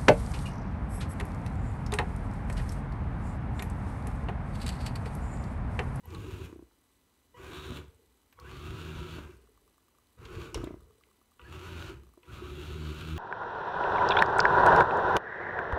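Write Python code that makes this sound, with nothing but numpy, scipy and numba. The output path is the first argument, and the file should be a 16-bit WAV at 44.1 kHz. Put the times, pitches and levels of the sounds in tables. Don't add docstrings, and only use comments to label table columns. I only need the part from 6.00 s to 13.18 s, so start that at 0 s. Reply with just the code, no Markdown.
import sys
import numpy as np
from scipy import signal
from scipy.fft import rfft, irfft
from scipy.io import wavfile
from scipy.ndimage import uniform_filter1d, map_coordinates
from numba import njit

SR = 44100
rng = np.random.default_rng(int(sys.argv[2]) if len(sys.argv) > 2 else 0)


def unload_wav(signal):
    wavfile.write(
        sys.argv[1],
        SR,
        np.round(np.clip(np.atleast_2d(signal).T, -1, 1) * 32767).astype(np.int16),
    )


def makeup_ratio(level_db):
    decades = np.asarray(level_db, float) / 20
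    return 10 ** decades


N = 316638
T = np.arange(N) / SR


def level(x, db):
    return x * makeup_ratio(db) / np.sqrt(np.mean(x ** 2))


@njit
def svf(x, hz, width):
    y, b, l = np.empty(len(x)), 0., 0.
    g, k = np.tan(np.pi * hz / SR), width / hz
    for i in range(len(x)):
        v = (b + g * (x[i] - l)) / (1 + g * (g + k))
        b, l, y[i] = 2 * v - b, l + 2 * g * v, k * v
    return y


@njit
def teeth(hz, stretch, size):
    pulses, p, k = np.zeros(len(hz) + 1), 0., 0
    for i in range(len(hz)):
        step = hz[i] * stretch[k] / SR
        p += step
        if p >= 1:
            p, k = p - 1, k + 1
            pulses[i] += size[k] * p / step
            pulses[i + 1] += size[k] * (1 - p / step)
    return pulses[:-1]


def colour(x, points):
    hz, db = np.transpose(points)
    grid_hz = np.linspace(1, SR / 2, 4097)
    c = irfft(np.log(makeup_ratio(np.interp(np.log(grid_hz), np.log(hz), db))))
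    c[1:4096] *= 2
    c[4097:] = 0
    return signal.fftconvolve(x, irfft(np.exp(rfft(c))))[:N]


def body(x, modes):
    return sum(makeup_ratio(db) * svf(svf(x, 1. * f, 1.21 * w), 1. * f, 1.21 * w) for f, w, db in modes)


def highpass(x, order, hz):
    return signal.sosfilt(signal.butter(order, hz, "high", fs=SR, output="sos"), x)


def walk(rate):
    k = int(SR / rate)
    held = np.repeat(rng.standard_normal(N // k + 1), k)
    return 1.195 * uniform_filter1d(uniform_filter1d(held, k), k)[:N]


def drum(rough_db):
    return rng.standard_normal(N) * makeup_ratio(rough_db * walk(40))


def decay(t, t60):
    return np.exp(-np.log(1000) * t / t60)


def ring(hz, t60, rise=0.00055):
    t = T[:int(.15 * SR)]
    return (1 - np.exp(-t / rise)) * decay(t, t60) * np.sin(2 * np.pi * hz * t)


def add(out, s, x):
    i = int(s * SR)
    out[i:i + len(x)] += x[:len(out) - i]


def moving(tables, smooth):
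    return uniform_filter1d(sum((T >= r[0][0]) & (T <= r[-1][0]) for r in tables) * 1., size=smooth)


# freq_hz, density_db
ROOM = [(25, -20.5), (45, 1.5), (66, 5), (148, -9), (261, -1.5), (652, -13.5), (1000, -11), (1680, -17.5),
        (2020, -17.5), (3200, -20), (4080, -22), (5640, -25.5), (6110, -22.5), (11400, -23.5), (15700, -24)]
# freq_hz, width_hz, level_db
CRACKLE = [(3920, 1800, 1.5), (8300, 970, 5.5), (11000, 2300, 4.5), (14000, 2200, -18)]


def hiss():
    sparks_per_s = 320
    sparks = (rng.random(N) < sparks_per_s / SR) * makeup_ratio(3.5 * rng.standard_normal(N))
    crackle = body(signal.lfilter([1], [1, -.975], sparks) * rng.standard_normal(N), CRACKLE)
    return level(colour(rng.standard_normal(N), ROOM), -70) + level(crackle, -79.5)


WHINE_DB = [-95, -90.5, -90, -90.5, -95, -91, -105, -93, -104, -94, -99, -99, -99, -99, -101]


def digital_whine():
    whine_hz = 994.35
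    out = 0
    for k, db in enumerate(WHINE_DB):
        out = out + makeup_ratio(db + 3.0) * np.sin(2 * np.pi * (k + 1) * whine_hz * T + k * k)
    return out


# on_s, off_s, gears_db, spin_up_s, coast_s
RUNS = [
    (0.028, 0.446, -53, 0.047, 0.17),
    (1.338, 1.773, -50.5, 0.069, .14),
    (2.371, 3.16, -51, 0.088, 0.37),
    (4.165, 4.47, -53, 0.065, 0.27),
    (4.542, 4.57, -49.5, 0.0041, .25),
    (5.385, 5.9, -50.5, 0.1, .14),
    (6.225, 7.3, -51, 0.1, .2),
]


def current_run(table):
    return np.transpose(table)[:, np.searchsorted([r[0] for r in RUNS[1:]], T)]


def effort():
    start, stop, _, spin_up, coast = current_run(RUNS)
    run_s, since = np.clip(T - start, 0, None), np.clip(T - stop, 0, None)
    rise_db = 1.4 * 20 * np.log10(np.clip(1 - np.exp(-run_s / spin_up), .01, 1))
    coast_db = 2.2 * 20 * np.log10(np.clip(1 - since / coast, .01, 1))
    cut_db, cut_s = 2.5, 0.017
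    effort_db = rise_db + coast_db - cut_db * (1 - np.exp(-since / cut_s))
    return run_s, since, rise_db, coast_db, effort_db


# time_s, shaft_hz, in_step_db
SHAFT = [(0, 74.95, -4), (.14, 85.3, -1), (.22, 82.45, -12), (.33, 85.45, -21), (.45, 89.1, -5),
         (.68, 57, -1), (1.31, 56, -12), (1.5, 77.82, -12), (1.69, 72.28, -5), (1.9, 73.5, -2.5),
         (2.2, 57.54, 2), (2.34, 56.96, -15), (2.53, 66.35, -3), (2.65, 75.62, -1.5), (2.72, 75.74, -23),
         (2.8, 79.4, -1.5), (3.155, 79.87, -5), (3.6, 47, -1), (4.14, 56.28, -17), (4.36, 81.7, -16),
         (4.56, 68.36, -7.5), (5.05, 46, -9), (5.37, 58.57, -1.5), (5.6, 85.4, -4), (5.75, 84, -2),
         (5.9, 79.25, -9), (6.16, 52, 0.5), (6.21, 55.1, -10), (6.44, 71.13, -3.5), (6.7, 76.4, -2),
         (6.93, 75.47, 2), (7.0, 78, -11), (7.13, 78.36, 2.5), (7.18, 81.1, -1.5)]


def rotors():
    time_s, shaft_hz, step_db = np.transpose(SHAFT)
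    return np.interp(T, time_s, shaft_hz), np.interp(T, time_s, step_db)


# time_s, shake_db
WHEELS = [
    [(0.0, -77), (0.068, -46), (0.138, -40.5), (0.322, -43), (0.338, -40.5), (0.464, -43.5), (0.516, -56),
     (0.64, -56), (0.68, -70)],
    [(1.31, -88), (1.398, -51), (1.492, -51), (1.638, -51.5), (1.69, -44.5), (1.776, -42), (2.066, -79),
     (2.124, -70), (2.2, -80)],
    [(2.34, -75), (2.426, -52.5), (2.56, -44), (2.936, -43), (3.026, -39), (3.058, -46.5), (3.21, -41),
     (3.416, -63.5), (3.6, -73)],
    [(4.14, -82), (4.19, -51), (4.33, -46.5), (4.364, -40), (4.514, -47), (4.548, -41.5), (4.732, -49),
     (5.044, -84), (5.05, -88)],
    [(5.37, -91), (5.418, -54), (5.586, -41.5), (5.634, -46), (5.772, -42.5), (6.014, -50), (6.046, -65),
     (6.07, -54.5), (6.16, -70)],
    [(6.21, -74), (6.3, -46), (6.906, -37), (6.942, -43), (6.97, -42.5), (7.008, -44), (7.046, -43),
     (7.138, -34.5), (7.18, -35.5)],
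]


def wheel_shake_db():
    return np.interp(T, *np.concatenate(WHEELS).T)


# top_mesh_hz, chassis_over_gears_db, deck_db, second_order_over_table_db
STIRS = [(1402, 3, -60, -18), (1399.7, 2, -60.5, -7.5), (1378.7, 1.5, -62, -9), (1254.4, 1, -55.5, -9),
         (1150, 2, -52.5, -8), (1450, 1, -66.5, -14), (1419, 3.5, -63, -12)]


def unbalance():
    shaft, step_db = rotors()
    table_db, second_db = wheel_shake_db(), current_run(STIRS)[3]
    run_s, _, _, _, effort_db = effort()
    turn = 2 * np.pi * np.cumsum(shaft * (1 + 0.013 * walk(20))) / SR
    first = makeup_ratio(table_db + step_db + 0.78 * walk(18)) * np.sin(turn)
    orders = np.sin(2 * turn) + 0.3 * np.sin(3 * turn) + 0.29 * np.sin(4 * turn)
    board_hz, board_width_hz = 152.4, 15
    board = 1 / np.hypot(1, (2 * shaft - board_hz) / board_width_hz)
    settle_db = 10 * np.clip(run_s, 0, .65)
    upper_db = table_db + 0.25 * step_db + second_db + settle_db + 0.72 * effort_db + 2.0 * walk(14)
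    return 1.37 * (first + board * makeup_ratio(upper_db) * orders)


# freq_hz, width_hz, level_db
TABLE = [(52, 10, -16), (75.4, 70, 17), (98, 19, 0), (163, 8.1, -14)]


def table_rumble():
    step_db = rotors()[1]
    random_share = np.sqrt(np.clip(1 - makeup_ratio(2 * step_db), .05, 1))
    return makeup_ratio(wheel_shake_db()) * random_share * level(body(drum(2.), TABLE), -.1)


# freq_hz, width_hz, level_db
CHASSIS = [(269.4, 36.5, -6.5), (325.2, 26.7, -1), (367, 27.9, 1)]


def chassis():
    run_s, _, rise_db, coast_db, _ = effort()
    top_db, over_db = current_run(RUNS)[2], current_run(STIRS)[1]
    kicks = teeth(rotors()[0], 1 + .015 * rng.standard_normal(size=999), makeup_ratio(2.5 * rng.standard_normal(size=999)))
    shake = level(body(drum(1.3) + level(kicks, -5.5), CHASSIS), -2.4)
    sag_db = 2 * run_s
    shake_db = top_db + over_db + 1.2 * rise_db + 0.87 * coast_db - sag_db
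    return makeup_ratio(shake_db + 0.1 * (wheel_shake_db() + 51.0)) * shake


def deck():
    _, since, rise_db, _, _ = effort()
    fade_db_per_s = 70
    flutter = level(body(drum(2.5), [(440, 60, 0)]) * makeup_ratio(2.5 * walk(55)), -0.22)
    return makeup_ratio(current_run(STIRS)[2] + rise_db - fade_db_per_s * since) * flutter


def flaws(shaft_hz):
    wear_per_s = 9
    turns = np.cumsum(shaft_hz) / SR
    pattern = rng.standard_normal((100, 561))
    pattern[:, -1] = pattern[:, 0]
    return map_coordinates(pattern, [np.clip(wear_per_s * T, 0, 99), turns % 1 * 560], order=1)


# freq_hz, density_db
GEARBOX = [(260, -36), (450, 0), (538, -3), (579, -1.5), (662, -6.5), (757, -6), (1460, -5), (1850, -8),
           (2720, 0), (3880, -12.5), (5070, -15), (7040, -15.5), (7690, -21), (13100, -25.5), (15700, -30)]
# freq_hz, width_hz, level_db
CASING = [(999, 115, 1), (1150, 94, 2), (1300, 66, -2), (1450, 120, 2.5), (1583, 46, 1.5), (2320, 54, -10),
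          (2670, 53, -13), (3020, 37, -6.5), (3440, 120, -10), (3840, 110, -1.5), (4390, 340, 0),
          (5580, 72, -11), (6900, 260, -16)]


def gears(shaft_hz, mesh_hz, rasp_db, brush_db, whirr_db, growl_db):
    out = 0
    for detune in (.99, 1.015):
        chance = rng.standard_normal((N // 16, 2)).T
        clicks = teeth(detune * mesh_hz, np.clip(1 + .12 * chance[0], .3, 2), makeup_ratio(7.3 * chance[1]))
        throb = 1 + 0.097 * np.cos(2 * np.pi * np.cumsum(detune * shaft_hz) / SR)
        sliding = level(rng.standard_normal(N), 0.75)
        repeating = level(flaws(detune * shaft_hz), 0.5)
        out = out + throb * (level(clicks - clicks.mean(), 0) + sliding + repeating)
    out = out * makeup_ratio(1.5 * walk(25))
    out = out + sum(makeup_ratio(db + 3.27 * walk(14)) * svf(out, 1. * f, 1. * w) for f, w, db in CASING)
    out = level(colour(out, GEARBOX), 0.043)
    brush = highpass(out, 2, 7000)
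    whirr = body(out, [(3820, 800, 0)])
    growl = body(out, [(1340, 450, 0)])
    out = out + (makeup_ratio(whirr_db) - 1) * whirr + (makeup_ratio(growl_db) - 1) * growl
    rasp = svf(svf(out, 3600.0, 1700.0), 3600.0, 1700.0)
    return out + (makeup_ratio(rasp_db) - 1) * rasp + (makeup_ratio(brush_db) - 1) * brush


# rasp_3600hz_db, brush_over_7khz_db, late_whirr_3820hz_db,
# growl_1340hz_db
FACING = [(2, 6.5, 2.5, -3.5), (3, 5.5, 7, -3), (4, 4, 1.5, 0.3), (1.5, 4.5, 1.5, 0.5), (5, 3.5, 0.1, 0),
          (2.5, 3.5, 1, 0.3), (4.5, 4.5, 2, 1)]


def grind():
    start, _, top_db, _, coast = current_run(RUNS)
    run_s, since, _, coast_db, effort_db = effort()
    rasp_db, brush_db, whirr_db, growl_db = current_run(FACING)
    mesh = current_run(STIRS)[0] * (1 + 0.02 * np.clip(coast_db, -30, 0))
    mesh = mesh * (1 - (1 - .75) * np.exp(-np.abs(T - start) / .2))
    dull_db, dull_s = 12, 0.083
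    treble_db = -dull_db * np.clip(np.exp(-run_s / dull_s) + since / (0.5 * coast), 0, 1)
    whirr_s = .2
    out = gears(rotors()[0], mesh, rasp_db + 0.44 * treble_db, brush_db - 0.84 * treble_db,
                whirr_db * np.clip(run_s / whirr_s, 0, 1) ** 2, growl_db)
    out = out + (makeup_ratio(treble_db) - 1) * highpass(out, 2, 2000)
    climb_db = 2 * run_s
    return makeup_ratio(top_db + effort_db + climb_db) * out


def car():
    return moving(WHEELS, 800) * (unbalance() + table_rumble() + chassis() + deck() + grind())


# on_s, off_s, tone_490hz_db, tone_975hz_db
DRIVE = [(0.031, 0.466, -65.5, -64), (1.341, 1.799, -61, -61), (2.383, 3.15, -59, -70),
         (4.174, 4.503, -66, -77), (5.392, 5.922, -65, -63.5), (6.227, 7.18, -67.5, -66)]


def drive():
    out = 0
    fast, slow = 2 * np.pi * 975 * T, 2 * np.pi * 490 * T
    high = np.sin(fast) + 0.39 * np.sin(2 * fast) + 0.24 * np.sin(3 * fast)
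    for on, off, low_db, high_db in DRIVE:
        gate = np.clip((T - on) / 0.0054, 0, 1) * np.clip((off - T) / 0.02, 0, 1)
        gate = gate * (0.29 + np.exp(-np.abs(T - on) / 0.065))
        out = out + gate * (makeup_ratio(low_db) * np.sin(slow) + makeup_ratio(high_db) * high)
    return out * makeup_ratio(1.6 * walk(30))


# time_s, mesh_hz, tone_db
MESH = [
    [(0.05, 983, -62), (0.1, 1220, -67), (0.178, 1120, -63), (0.218, 1250, -68), (0.424, 1360, -67),
     (0.5, 1090, -63)],
    [(1.35, 983, -60), (1.444, 1310, -69), (1.486, 1060, -63), (1.648, 1360, -62), (1.772, 1190, -61),
     (1.85, 1280, -65)],
    [(2.38, 1100, -57), (2.422, 1130, -65), (2.462, 1520, -69), (2.514, 1160, -63), (2.84, 1370, -62),
     (3.3, 1270, -67)],
    [(4.18, 1240, -65), (4.272, 1430, -69), (4.35, 1090, -63), (4.45, 1130, -61), (4.48, 1260, -60),
     (4.53, 1200, -55)],
    [(5.4, 1140, -59), (5.466, 1570, -69), (5.53, 1230, -61), (5.636, 1450, -58), (5.892, 1330, -61),
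     (5.95, 1410, -63)],
    [(6.24, 1010, -66), (6.288, 1360, -67), (6.37, 1250, -66), (6.7, 1440, -66), (7.126, 1330, -54),
     (7.18, 1440, -59)],
]
MESH_ORDERS_DB = [-1.7, -12, -12.5]


def mesh_whine():
    width_hz, fade_db_per_s = 70, 180
    s, hz, db = np.concatenate(MESH).T
    turn = 2 * np.pi * np.cumsum(np.interp(T, s, hz)) / SR
    tone = 0
    for k, order_db in enumerate(MESH_ORDERS_DB, 1):
        blur = walk(k * width_hz) * np.cos(k * turn) + walk(k * width_hz) * np.sin(k * turn)
        tone = tone + makeup_ratio(order_db) * blur
    since = np.clip(T - current_run(RUNS)[1], 0, None)
    return moving(MESH, 1500) * makeup_ratio(np.interp(T, s, db) - fade_db_per_s * since) * tone


# start_s, peak_db, centre_hz, width_share, t60_s
CLICKS = [(0.056, -45.5, 11800, 0.089, 0.013), (0.055, -49.5, 890, 0.2, 0.03),
          (0.104, -54, 3160, 0.96, 0.027), (.147, -50.5, 3860, 0.18, 0.046), (.147, -56.5, 8460, .6, 0.018),
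          (.441, -66, 11300, .5, 0.017), (0.45, -53, 8950, 1.7, 0.0083), (.711, -62, 960, 0.47, 0.022),
          (2.326, -59, 1601, 1.43, 0.041), (2.326, -64, 13330, .3, .02), (2.399, -55.5, 4100, 1, .02),
          (2.399, -59, 10900, 1.7, 0.012), (.148, -45, 1150, 0.7, 0.036), (.527, -53, 750, .6, 0.018),
          (.592, -62, 746, 0.67, .02), (2.389, -51, 1100, 0.49, .03), (4.31, -58, 2010, 1, .02),
          (4.345, -60, 2000, 0.87, .02), (1.344, -60, 1000, .4, 0.033), (4.252, -49, 3030, 0.66, 0.052),
          (4.544, -38.5, 5500, 1.3, 0.014), (4.548, -45, 3070, 0.99, 0.089),
          (4.642, -45, 3440, 0.15, 0.025), (4.642, -48.5, 7200, 1.6, 0.015),
          (4.671, -54, 2120, 0.46, 0.065), (5.0364, -55.5, 2220, 0.69, 0.013),
          (5.394, -48, 1352, 0.27, 0.025), (5.394, -55, 2650, 0.22, 0.031), (5.415, -54, 2760, 0.24, .025),
          (6.2316, -55, 1488, 0.58, 0.025), (6.231, -50, 2650, 0.14, 0.017)]


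def clicks():
    out, t = np.zeros(N), T[:int(.2 * SR)]
    for s, db, hz, share, t60 in CLICKS:
        width = 1.06 * np.clip(share, .05, 2) * hz
        burst = svf(svf(rng.standard_normal(len(t)), 1. * hz, width), 1. * hz, width)
        add(out, s, makeup_ratio(db) * level(burst, 2.5) * decay(t, max(t60, .003)))
    return out


# start_s, length_s, start_hz, end_hz, level_db
SQUEALS = [(.12, 0.059, 813, 890, -54.5), (.13, 0.054, 1070, 1150, -53), (1.516, 0.093, 1156, 1286, -57.5),
           (1.639, 0.076, 1450, 1426, -63), (2.373, .07, 978, 1300, -58.5),
           (2.443, 0.054, 1507, 1772, -54.5), (2.477, 0.052, 1960, 2120, -63),
           (1.365, 0.059, 1250, 1620, -63.5), (2.505, .07, 1118, 1160, -58.5),
           (2.59, 0.07, 1170, 1172, -56.5), (2.65, 0.053, 1405, 1521, -58), (3.608, 0.071, 438, 407, -75),
           (4.406, 0.03, 1150, 1130, -51), (5.443, 0.047, 1572, 1704, -54),
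           (5.598, 0.17, 1456, 1446, -56.5), (6.277, 0.05, 1300, 1509, -56)]


def squeals():
    out, wobble, waver = np.zeros(N), makeup_ratio(3. * walk(60)), 1 + .04 * walk(250)
    for s, length, start_hz, end_hz, db in SQUEALS:
        u = np.arange(int(length * SR)) / (length * SR)
        hz = (start_hz + (end_hz - start_hz) * u) * waver[int(s * SR):][:len(u)]
        add(out, s, makeup_ratio(db + 1.0) * np.sqrt(np.sin(np.pi * u)) * np.sin(2 * np.pi * np.cumsum(hz) / SR))
    return out * wobble


# start_s, peak_db, pitch_hz
JOLTS = [(0.127, -44.5, 457), (0.134, -42, 320), (0.242, -37.5, 307), (0.279, -38.5, 382),
         (0.342, -39, 358), (0.4, -40, 375), (0.481, -48, 300), (1.393, -44.5, 374), (1.484, -46, 357),
         (1.54, -38, 367), (1.652, -37, 379), (2.474, -57, 350), (2.528, -44.5, 374.5), (2.675, -46, 382),
         (2.874, -39.5, 382), (3.001, -41, 362), (3.035, -45, 361.4), (3.136, -40, 345.7),
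         (4.305, -43, 345), (4.339, -46, 351), (4.375, -37.5, 355), (4.407, -38, 347), (4.526, -42, 337),
         (5.485, -49, 337.8), (5.558, -47, 372), (5.593, -42, 332), (5.709, -46, 373.8),
         (5.781, -47, 344.3), (5.842, -43, 372), (5.89, -40, 363.4), (6.418, -35.5, 368.6),
         (6.484, -39, 359), (6.58, -39, 347.8), (6.697, -39.5, 380.3), (6.75, -36, 376.7),
         (6.835, -46, 328), (7.052, -45, 362), (7.141, -48, 346.8), (7.158, -40, 341.5)]


def jolts():
    out = np.zeros(N)
    for s, db, hz in JOLTS:
        add(out, s, makeup_ratio(db + 3) * ring(hz, 0.11, rise=0.0048))
    return out


# start_s, peak_db, pitch_hz, knock_rel_db
THUMPS = [(0.496, -41.5, 318, -16), (1.7, -35, 243, -16), (1.717, -32, 254, -16), (1.76, -39, 250.1, -13),
          (3.182, -32, 310.3, -13.5), (4.555, -28.5, 438, -38), (4.572, -29, 339, -18),
          (4.602, -33.5, 340, -29), (5.915, -37.5, 343, -30), (5.936, -48.5, 347, -30),
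          (6.174, -46, 351.6, -11)]
# start_s, gap_s, peak_db, loss_per_bounce_db, knock_rel_db
BOUNCES = [
    (.526, .0324, -35.5, 1.7, -21.5),
    (4.636, .0345, -26, 2.94, -14),
]


def thumps():
    out, bounce_hz = np.zeros(N), 328
    bounces = [(s + k * gap, db - k * loss, bounce_hz, knock_db)
               for s, gap, db, loss, knock_db in BOUNCES for k in range(4)]
    for s, db, hz, knock_db in THUMPS + bounces:
        knock = makeup_ratio(knock_db + 7.5) * (ring(614, 0.024) + ring(946, 0.012))
        thump = ring(hz, 0.018, rise=0.0038) + 0.034 * ring(hz, 0.25)
        add(out, s + 0.00097, makeup_ratio(db + 12.5) * (thump + 0.26 * knock))
    return out


# start_s, peak_db, pitch_hz
TAPS = [(0.679, -69, 409), (1.82, -59, 427), (1.843, -59, 450), (1.875, -64, 393), (1.894, -65, 458),
        (1.936, -62, 458), (1.958, -67, 455), (1.991, -57.5, 447), (2.02, -58.5, 420), (2.046, -63, 424),
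        (2.074, -72, 437), (2.104, -70, 423), (3.249, -48, 302), (3.293, -42.5, 361), (3.339, -51.5, 373),
        (3.387, -55, 409), (3.41, -68, 444), (3.436, -55.5, 412), (3.487, -57, 430), (3.515, -60, 410),
        (3.539, -69, 447), (3.617, -63, 412), (3.663, -61, 431), (3.695, -72, 433), (4.766, -44.5, 328),
        (4.789, -60, 385), (4.817, -56.5, 404), (4.847, -62, 363), (4.868, -61, 460), (4.9, -55.5, 423),
        (4.924, -62, 437), (4.951, -60, 414), (4.981, -59, 455), (5.068, -61.5, 439), (5.097, -70, 401),
        (5.984, -56, 379.8), (6.03, -53, 347), (6.068, -61, 390)]


def taps():
    out = np.zeros(N)
    for s, db, hz in TAPS:
        add(out, s, makeup_ratio(db + 7.5) * ring(hz, 0.046, rise=0.0043))
    return out


# start_s, peak_db
TICKS = [(0.9038, -67), (3.473, -61), (5.318, -60.5), (3.7424, -70), (3.9499, -64), (5.0875, -65),
         (6.068, -62), (6.0908, -62)]
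# start_s, end_s, peak_db, ends_weaker_db (negative: ends louder)
SPELLS = [(3.5, 4.03, -59.5, -2), (4.75, 5.28, -59.5, -2), (5.998, 6.199, -59.5, -4)]


def radio_ticks():
    out = np.zeros(N)
    first_s, period_s, scatter_db = 3.473, .10248, .7
    ticks = list(TICKS)
    for s in np.arange(first_s, T[-1], period_s):
        chance_db = scatter_db * rng.standard_normal()
        for a, b, db, fade_db in SPELLS:
            if a < s < b:
                ticks.append((s, db - fade_db * (2 * (s - a) / (b - a) - 1) ** 2 + chance_db))
    for s, db in ticks:
        add(out, s, makeup_ratio(db + 2.5) * ring(1162, 0.021, rise=0.00031))
        add(out, s, makeup_ratio(db - 1) * rng.standard_normal(200) * np.exp(-T[:200] / 0.00079))
    return out


KNOCK_S = 4.544
# freq_hz, level_db, t60_s
KNOCK = [(1053, -0.5, 0.026), (2840, -5, 0.025), (5580, 0.5, 0.01), (6030, -12, 0.016), (9400, -3, 0.0068)]
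# after_touch_s, level_db
KNOCK_HITS = [
    (0.0008, 2.5),
    (.0021, 0),
    (.0034, -21),
]


def knock():
    out = np.zeros(N)
    strike = sum(makeup_ratio(db) * ring(hz, t60, rise=0.0002) for hz, db, t60 in KNOCK)
    for late_s, hit_db in KNOCK_HITS:
        add(out, KNOCK_S + late_s, makeup_ratio(-32 + hit_db) * strike)
    return out


# freq_hz, width_hz, level_db
DEBRIS = [(696, 300, -1), (1229, 280, 8), (2860, 1000, -18), (5430, 1400, -17)]


def debris():
    grains_per_s, t60_s = 440, 0.65
    since = np.clip(T - KNOCK_S, 0, None)
    grains = (rng.random(N) < grains_per_s / SR) * makeup_ratio(5.2 * rng.standard_normal(N)) * rng.choice([-1, 1], N)
    out = level(body(grains, DEBRIS), -52.5) * (since > 0) * decay(since, t60_s)
    add(out, KNOCK_S, makeup_ratio(-27.5) * ring(46, 0.2, rise=0.0071))
    return out


def scene():
    near = car() + drive() + mesh_whine() + clicks() + squeals() + jolts() + thumps() + taps() + knock() + debris()
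    t = T[:int(.5 * SR)]
    tail = rng.standard_normal(len(t)) * decay(t, 0.4) * (t > .004)
    wet = signal.fftconvolve(svf(near, 1550.0, 2600.0), tail / np.sqrt(np.sum(tail ** 2)))[:N]
    return (near + makeup_ratio(-8.0) * wet + hiss() + digital_whine() + radio_ticks())[None]


def top_cut(x):
    return signal.sosfilt(signal.butter(12, 16450, fs=SR, output="sos"), x)


def record(dry):
    x = dry[0] - .5 * svf(dry[0], 10420.0, 700.)
    x = highpass(x, 4, 36)
    x = signal.sosfilt(signal.ellip(10, .2, 45, 15720, fs=SR, output="sos"), x)
    return top_cut(x[None])


dry = scene()
out = record(dry)
unload_wav(out)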